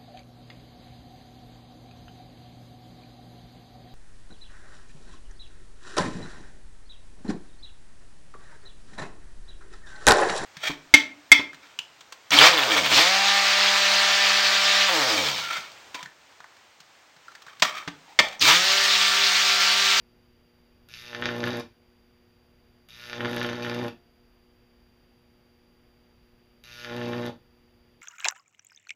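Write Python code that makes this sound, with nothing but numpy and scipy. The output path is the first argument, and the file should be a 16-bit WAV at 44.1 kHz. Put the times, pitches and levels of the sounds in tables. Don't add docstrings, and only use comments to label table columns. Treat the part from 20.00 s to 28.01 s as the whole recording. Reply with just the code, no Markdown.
import sys
import numpy as np
from scipy import signal
from scipy.fft import rfft, irfft, next_fast_len
from scipy.io import wavfile
from scipy.ndimage import uniform_filter1d

SR = 44100
rng = np.random.default_rng(int(sys.argv[2]) if len(sys.argv) > 2 else 0)


def wav_record(signal):
    frames = np.transpose(np.atleast_2d(signal))
    bounded = np.clip(frames, -1, 1)
    quanta = np.round(bounded * 32767).astype(np.int16)
    wavfile.write(sys.argv[1], SR, quanta)


def attenuation_scalar(level_db):
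    decades = np.asarray(level_db, float) / 20
    return 10 ** decades


N = 353417
TIME = np.arange(N) / SR
SIZE = next_fast_len(N + SR)
FREQ = np.arange(SIZE // 2 + 1) * SR / SIZE
MAINS_HZ, FRAME_HZ = 60.0, 29.97
ZEROS_HZ = 2 * MAINS_HZ


def shape(points):
    hz, db = np.transpose(points)
    gain = attenuation_scalar(np.interp(np.log(FREQ + 1), np.log(hz), db, right=-99))
    return gain / np.sqrt(np.mean(gain ** 2))


def causal(gain):
    cepstrum = irfft(np.log(gain + 1e-4), SIZE)
    cepstrum[1:SIZE // 2] *= 2
    cepstrum[SIZE // 2 + 1:] = 0
    return np.exp(rfft(cepstrum))


def through(x, gain):
    return irfft(rfft(x, SIZE) * gain, SIZE)[:N]


def clicks(s, size):
    at = np.floor(s * SR).astype(int)
    part = s * SR - at
    early = np.bincount(at, size * (1 - part), N + 1)[:N]
    late = np.bincount(at + 1, size * part, N + 1)[:N]
    return early + late


# pitch_hz, level_db
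AIR_COLOUR = [(8, -20), (20, -4.5), (60, -2), (150, -10), (400, -16), (1000, -22), (3000, -25), (4000, -30),
              (4700, -26), (5200, -33.5), (7000, -41), (8300, -47.5), (10000, -37.5), (13500, -37.5),
              (15270, -34.5)]


def air():
    return attenuation_scalar(-63) * through(rng.standard_normal(N), shape(AIR_COLOUR))


# frame_rate_multiple, level_db
SIDE_TONES = [(157, -100.5), (220, -100.5), (237, -102), (378, -104)]


def whine():
    frame = TIME * FRAME_HZ % 1
    dropout = uniform_filter1d(1. * (np.abs(frame - .465) < .06), size=40)
    tone = np.sqrt(2) * attenuation_scalar(-75) * (1 - 1.02 * dropout) * np.sin(2 * np.pi * 158 * FRAME_HZ * TIME)
    side = sum(np.sqrt(2) * attenuation_scalar(db) * np.sin(2 * np.pi * round(k) * FRAME_HZ * TIME) for k, db in SIDE_TONES)
    ticks = clicks((np.arange(478) + .965) / 2 / FRAME_HZ, np.full(478, attenuation_scalar(-62)))
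    tick_band = (FREQ > 4300) / (1 + ((FREQ - 7000) / 2200) ** 6)
    return tone * attenuation_scalar(-1.5) + side + attenuation_scalar(4.5) * through(ticks, tick_band)


# mains_multiple, level_db
IDLE_CORE = [(1, -87), (2, -81.5), (4, -67.5), (6, -71.5), (8, -76), (10, -86.5), (12, -96), (14, -85)]
# mains_multiple, level_db
LOADED_CORE = [(1, -69), (2, -63.5), (3, -68)]
# start_s, end_s
BURNS = [
    (.886, 1.606),
    (2.886, 3.886),
    (6.637, 7.298),
]


def hum():
    buzz, drone = 0, 0
    for k, db in IDLE_CORE:
        phase = 2 * np.pi * round(k) * MAINS_HZ * (TIME - .0039) + 0.45 * k - 1.2
        buzz = buzz - np.sqrt(2) * attenuation_scalar(db) * np.cos(phase)
    for k, db in LOADED_CORE:
        drone = drone + np.sqrt(2) * attenuation_scalar(db) * np.sin(2 * np.pi * round(k) * MAINS_HZ * TIME)
    idle = 1. - sum((TIME > on) & (TIME < off) for on, off in BURNS)
    idle = uniform_filter1d(idle, size=1500)
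    return buzz * idle + drone * (1 - idle)


# time_s, thump_db (flame size), crackle_db (of the re-strike)
FLAMES = [
    [(0.89, -77, -50), (0.968, -74.5, -42), (1.198, -38, -46.5), (1.264, -34, -41.5), (1.334, -35.5, -44.5),
     (1.426, -30.5, -48.5), (1.436, -31, -40.5), (1.556, -31.5, -44), (1.6, -34, -45)],
    [(2.89, -74.5, -49), (3.04, -62, -41.5), (3.244, -28.5, -45), (3.302, -33.5, -41.5),
     (3.438, -31.5, -41), (3.578, -36.5, -46.5), (3.62, -34.5, -40.5), (3.874, -30.5, -48),
     (3.88, -36.5, -41)],
    [(6.64, -72, -47.5), (6.812, -58.5, -41.5), (6.918, -36, -46), (7.024, -32, -46), (7.1, -31.5, -44.5),
     (7.136, -32, -47), (7.17, -30.5, -46), (7.284, -34, -44), (7.29, -34.5, -54)],
]
# time_s, unrest (0-1)
UNREST = [(1.3, 1.0), (3.5, 1.0), (7.0, .65)]
POLARITY_DB = [1, -4, -0.5]


def half_cycles():
    rows = []
    for (on, off), table in zip(BURNS, FLAMES):
        s = np.arange(np.ceil(on * ZEROS_HZ - .6), off * ZEROS_HZ - .6) / ZEROS_HZ + .0050
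        when, *levels = np.transpose(table)
        rows.append([s] + [np.interp(s, when, level) for level in levels])
    s, size_db, crackle_db = np.hstack(rows)
    unrest = np.interp(s, *np.transpose(UNREST))
    busy_db = crackle_db + 46.5

    grown_db = -38
    snap_db = -45 + 0.36 * np.minimum(size_db - grown_db, 0) + busy_db
    which = np.searchsorted(np.transpose(BURNS)[0], s) - 1
    side = (-1) ** np.round(s * ZEROS_HZ - .6)
    snap_db = snap_db + np.take(POLARITY_DB, which) * side * (size_db > grown_db)

    short_db = -59.5 - 0.33 * np.maximum(size_db + 59, 0)
    long_db = -63.5 + 0.77 * (size_db + 34.5) - 4 * (1 - unrest)
    fizz_db = 20 * np.log10(np.hypot(attenuation_scalar(short_db), attenuation_scalar(long_db))) + 0.79 * busy_db
    return s, unrest, size_db - 2.51, snap_db, crackle_db - 1.5, fizz_db


# time_s, peak_db, brightness_db
CRACKS = [(0.938, -37.5, 10), (1.4037, -30, 4.5), (1.13, -23.5, -30), (1.1475, -17, -10),
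          (1.2228, -12, -20), (1.2557, -11, -4.5), (1.2889, -14, -20), (1.4311, -19.5, -24),
          (1.439, -13.5, -9), (1.4725, -14.5, -21), (1.4895, -20.5, -12), (3.0968, -26, -2),
          (3.13, -18, -8), (3.2059, -14.5, -25), (3.6638, -18.5, -34), (3.2475, -14, -17),
          (3.2556, -15, -12), (3.331, -19.5, -11), (3.369, -16.5, -16), (3.3638, -29.5, 2),
          (3.4137, -13, -19), (3.4288, -21.5, 0), (3.489, -17.5, -13), (3.5306, -19.5, -13),
          (3.6472, -17.5, -22), (3.6965, -23, -4.5), (3.745, -28.5, 1), (6.8458, -21, -7),
          (7.014, -21, -25), (7.133, -19, -24)]
# time_s, peak_db (of the fizz)
SPARKS = [(1.2145, -44), (1.479, -38), (1.5704, -37), (1.5973, -39), (3.2959, -45), (3.3124, -40),
          (3.3298, -40), (3.3458, -40), (3.3633, -32), (3.3967, -39), (3.4301, -36), (3.5299, -46),
          (3.6296, -44), (3.6965, -49), (3.7464, -38), (3.8819, -44.5), (6.9641, -44), (7.2629, -40)]


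def cracks():
    at, peak_db, bright_db = np.transpose(CRACKS)
    top_db = -34 + 0.52 * (bright_db + 10) - .6 * (peak_db + 21)
    first = [(on + 0.00066, -47.5, 2, 3) for on, _ in BURNS]
    body_db = -30.5
    thin = [(s, body_db, -1.5, db - body_db + 3) for s, db in SPARKS]
    return np.hstack([[at, peak_db, bright_db, top_db], np.transpose(first + thin)])


def strikes(s, rough, level_db, at, crack_db, points, snap_db, gas_db, glow_s):
    free = np.abs(s[:, None] - at).min(axis=1) > .003
    size = attenuation_scalar(level_db + 4.53 * rough * rng.standard_normal(len(s)))
    snap = clicks(s, free * size * attenuation_scalar(snap_db) * np.sqrt(SR / ZEROS_HZ)) + clicks(at, attenuation_scalar(crack_db))
    flutter = uniform_filter1d(rng.standard_normal(N), size=9)
    gas = rng.standard_normal(N) * attenuation_scalar(11.0 * flutter)
    glow = np.exp(-TIME[:700] / glow_s)
    sizzle = gas * signal.fftconvolve(clicks(s, size * attenuation_scalar(gas_db)), glow)[:N]
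    return through(snap + sizzle, causal(shape(points)))


# pitch_hz, level_db
SNAP_COLOUR = [(300, -24), (800, -12), (1200, -10.5), (1430, -5.5), (1620, -7), (1830, 0), (2100, -8),
               (2500, -8.5), (3500, -10.5), (5000, -30)]
# pitch_hz, level_db
SPIT_COLOUR = [(1200, -55.5), (2000, -9), (2450, 8.5), (2800, 2), (3200, -8.5), (3700, 5), (4750, -2),
               (5500, -5), (6300, -8.5), (7300, -23.5), (8500, -35)]
# pitch_hz, level_db
FIZZ_COLOUR = [(6500, -12.5), (8300, -13.5), (9800, -8.5), (10700, -9), (11600, -3), (13700, -10),
               (14500, -13), (15300, -22), (15700, -30)]


def restrike(s, rough, snap_db, spit_db, fizz_db):
    at, peak_db, bright_db, top_db = cracks()
    at = at + 0.000798
    strike = s + 0.00018 + 0.000794 * rough ** 2 * np.abs(rng.standard_normal(len(s)))
    snap = strikes(strike, rough, snap_db, at, peak_db + 7.5, SNAP_COLOUR,
                   snap_db=-5.0, gas_db=-8, glow_s=0.0018)
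    spit = strikes(strike, rough, spit_db, at, peak_db + bright_db + 12.0, SPIT_COLOUR,
                   snap_db=-7, gas_db=0.5, glow_s=0.0028)
    fizz = strikes(strike, rough, fizz_db, at, peak_db + top_db + 11.0, FIZZ_COLOUR,
                   snap_db=-13.0, gas_db=-3.9, glow_s=0.0059)
    return snap + spit + fizz


# delay_ms, level_db
BOUNCES = [(.55, -3), (1.25, -9), (2.8, -12), (3.3, -11)]


def floor(x):
    dull = 1 / (1 + 1j * FREQ / 2500) ** 2
    echo = sum(attenuation_scalar(db) * np.exp(-2j * np.pi * FREQ * ms / 1000) for ms, db in BOUNCES)
    return through(x, 1 + dull * echo)


# pitch_hz, t60_s, level_db
ROOM_DECAY = [(153, 0.37, -6), (513, 0.18, 0), (1670, 0.23, -4), (5130, 0.22, -2.5), (12000, 0.26, -12)]


def room():
    t, total = TIME[:SR // 2], 0
    hz = np.log([row[0] for row in ROOM_DECAY])
    for k, (_, t60, db) in enumerate(ROOM_DECAY):
        onset = np.clip((t - .003) / 0.00056, 0, 1)
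        tail = rng.standard_normal(len(t)) * attenuation_scalar(-60 * t / t60) * onset
        band = np.sqrt(np.interp(np.log(FREQ + 1), hz, np.arange(len(hz)) == k))
        total = total + attenuation_scalar(db) * band * rfft(tail / np.sqrt(np.sum(tail ** 2)), SIZE)
    return total


# pitch_hz, level_db
ROAR_COLOUR = [(15, -49), (40, -109), (100, 4.5), (180, -11.5), (300, -5), (600, -14.5), (1000, -8),
               (1500, -15.5)]


def roar(s, thump_db, rough):
    at, peak_db = np.transpose(CRACKS)[:2]
    puffs = clicks(at + 0.0009, np.interp(at, s, rough) ** 3 * attenuation_scalar(peak_db - 1.0))
    puffs = puffs + clicks(np.transpose(BURNS)[1] - 0.0041, np.full(len(BURNS), attenuation_scalar(-17)))
    half_cycle = 368
    swell = uniform_filter1d(clicks(s, attenuation_scalar(thump_db - 24 + 12 * rough) * half_cycle), size=half_cycle)
    burning = through(rng.standard_normal(N) * swell, shape(ROAR_COLOUR))
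    return through(puffs, causal(shape(ROAR_COLOUR))) + burning


THUMP_DB = [-31, -4, -13, 1, -14.5, -2, -23, -3, -19.5, -6, -75, -17, -25, -12, -19.5, -22, -38, -16.5]


def collapse(s, thump_db, rough, walls):
    luck = rng.standard_normal((len(s), 2)).T
    size = -np.sqrt(SR / ZEROS_HZ) * attenuation_scalar(thump_db + 1.3 * rough * luck[1])
    wander = uniform_filter1d(rng.standard_normal(len(s)), size=5)
    when = s + .0011 * (rough - .75) + 0.00031 * 2 * rough * wander + .0001 * rough * luck[0]

    hz = MAINS_HZ * np.arange(1, len(THUMP_DB) + 1)
    standing = walls[np.round(hz * SIZE / SR).astype(int)]
    own_db = THUMP_DB - np.clip(20 * np.log10(np.abs(standing)), -7, 12)
    turn = np.angle(standing)

    lag = np.exp(-1j * 0.15 * np.log2(FREQ / 300 + 0.14))
    ripple = .55 * np.cos(2 * np.pi * FREQ * 4.17 / 1000)
    lag = lag * np.exp(1j * ripple + 1j * np.pi * (FREQ > 700))

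    upper = 1 / (1 + (520 / (FREQ + 1)) ** 6)
    small_db = np.clip(-.45 * (thump_db + 24.5), -4, 12)
    out = 0
    for first, sign in ((1, 1), (0, (-1) ** np.round(s * ZEROS_HZ))):
        points = [(25, -60), *zip(hz[first::2], own_db[first::2]), (1500, -55)]
        point_hz, point_db = np.transpose(points)
        gain = attenuation_scalar(np.interp(np.log(FREQ + 1), np.log(point_hz), point_db))
        gain = gain * np.exp(-1j * np.interp(FREQ, hz[first::2], turn[first::2])) * lag
        push = clicks(when, sign * size)
        quick = clicks(when, sign * size * attenuation_scalar(small_db))
        out = out + through(push, attenuation_scalar(19.5) * gain * (1 - upper))
        out = out + through(quick, attenuation_scalar(17.5) * gain * upper)
    return out


def arc():
    s, unrest, thump_db, snap_db, spit_db, fizz_db = half_cycles()
    rough = np.clip((thump_db + 60.5) / 25, .3, 1) * unrest
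    sharp = floor(restrike(s, rough, snap_db, spit_db, fizz_db))
    steps = .6 * np.sqrt(rough) * rng.standard_normal(len(s))
    place = np.interp(TIME, s, np.cumsum(steps))
    echoes = through(sharp * np.cos(place), room()) + through(sharp * np.sin(place), room())
    walls = 1 + room()
    flame = through(roar(s, thump_db, rough) + collapse(s, thump_db, rough, walls), walls)
    return flame + sharp + echoes


def scene():
    return (air() + hum() + arc())[None]


# pitch_hz, width_hz, gain_left
NOTCHES = [(4200, 330, .02), (7880, 900, .2), (8820, 800, .06), (12600, 500, .05), (12800, 200, .15)]


def microphone(x):
    case = 1
    for hz, width, left in NOTCHES:
        detune = 2j * (FREQ - hz) / width
        case = case * (left + detune) / (1 + detune)
    return through(x, case / (1 + (FREQ / 15550) ** 120))


def roll_off(x):
    return signal.sosfilt(signal.butter(12, 16460, fs=SR, output="sos"), x)


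def record(dry):
    mix = (microphone(dry[0]) + whine())[None]
    return roll_off(mix)


dry = scene()
out = record(dry)
wav_record(out)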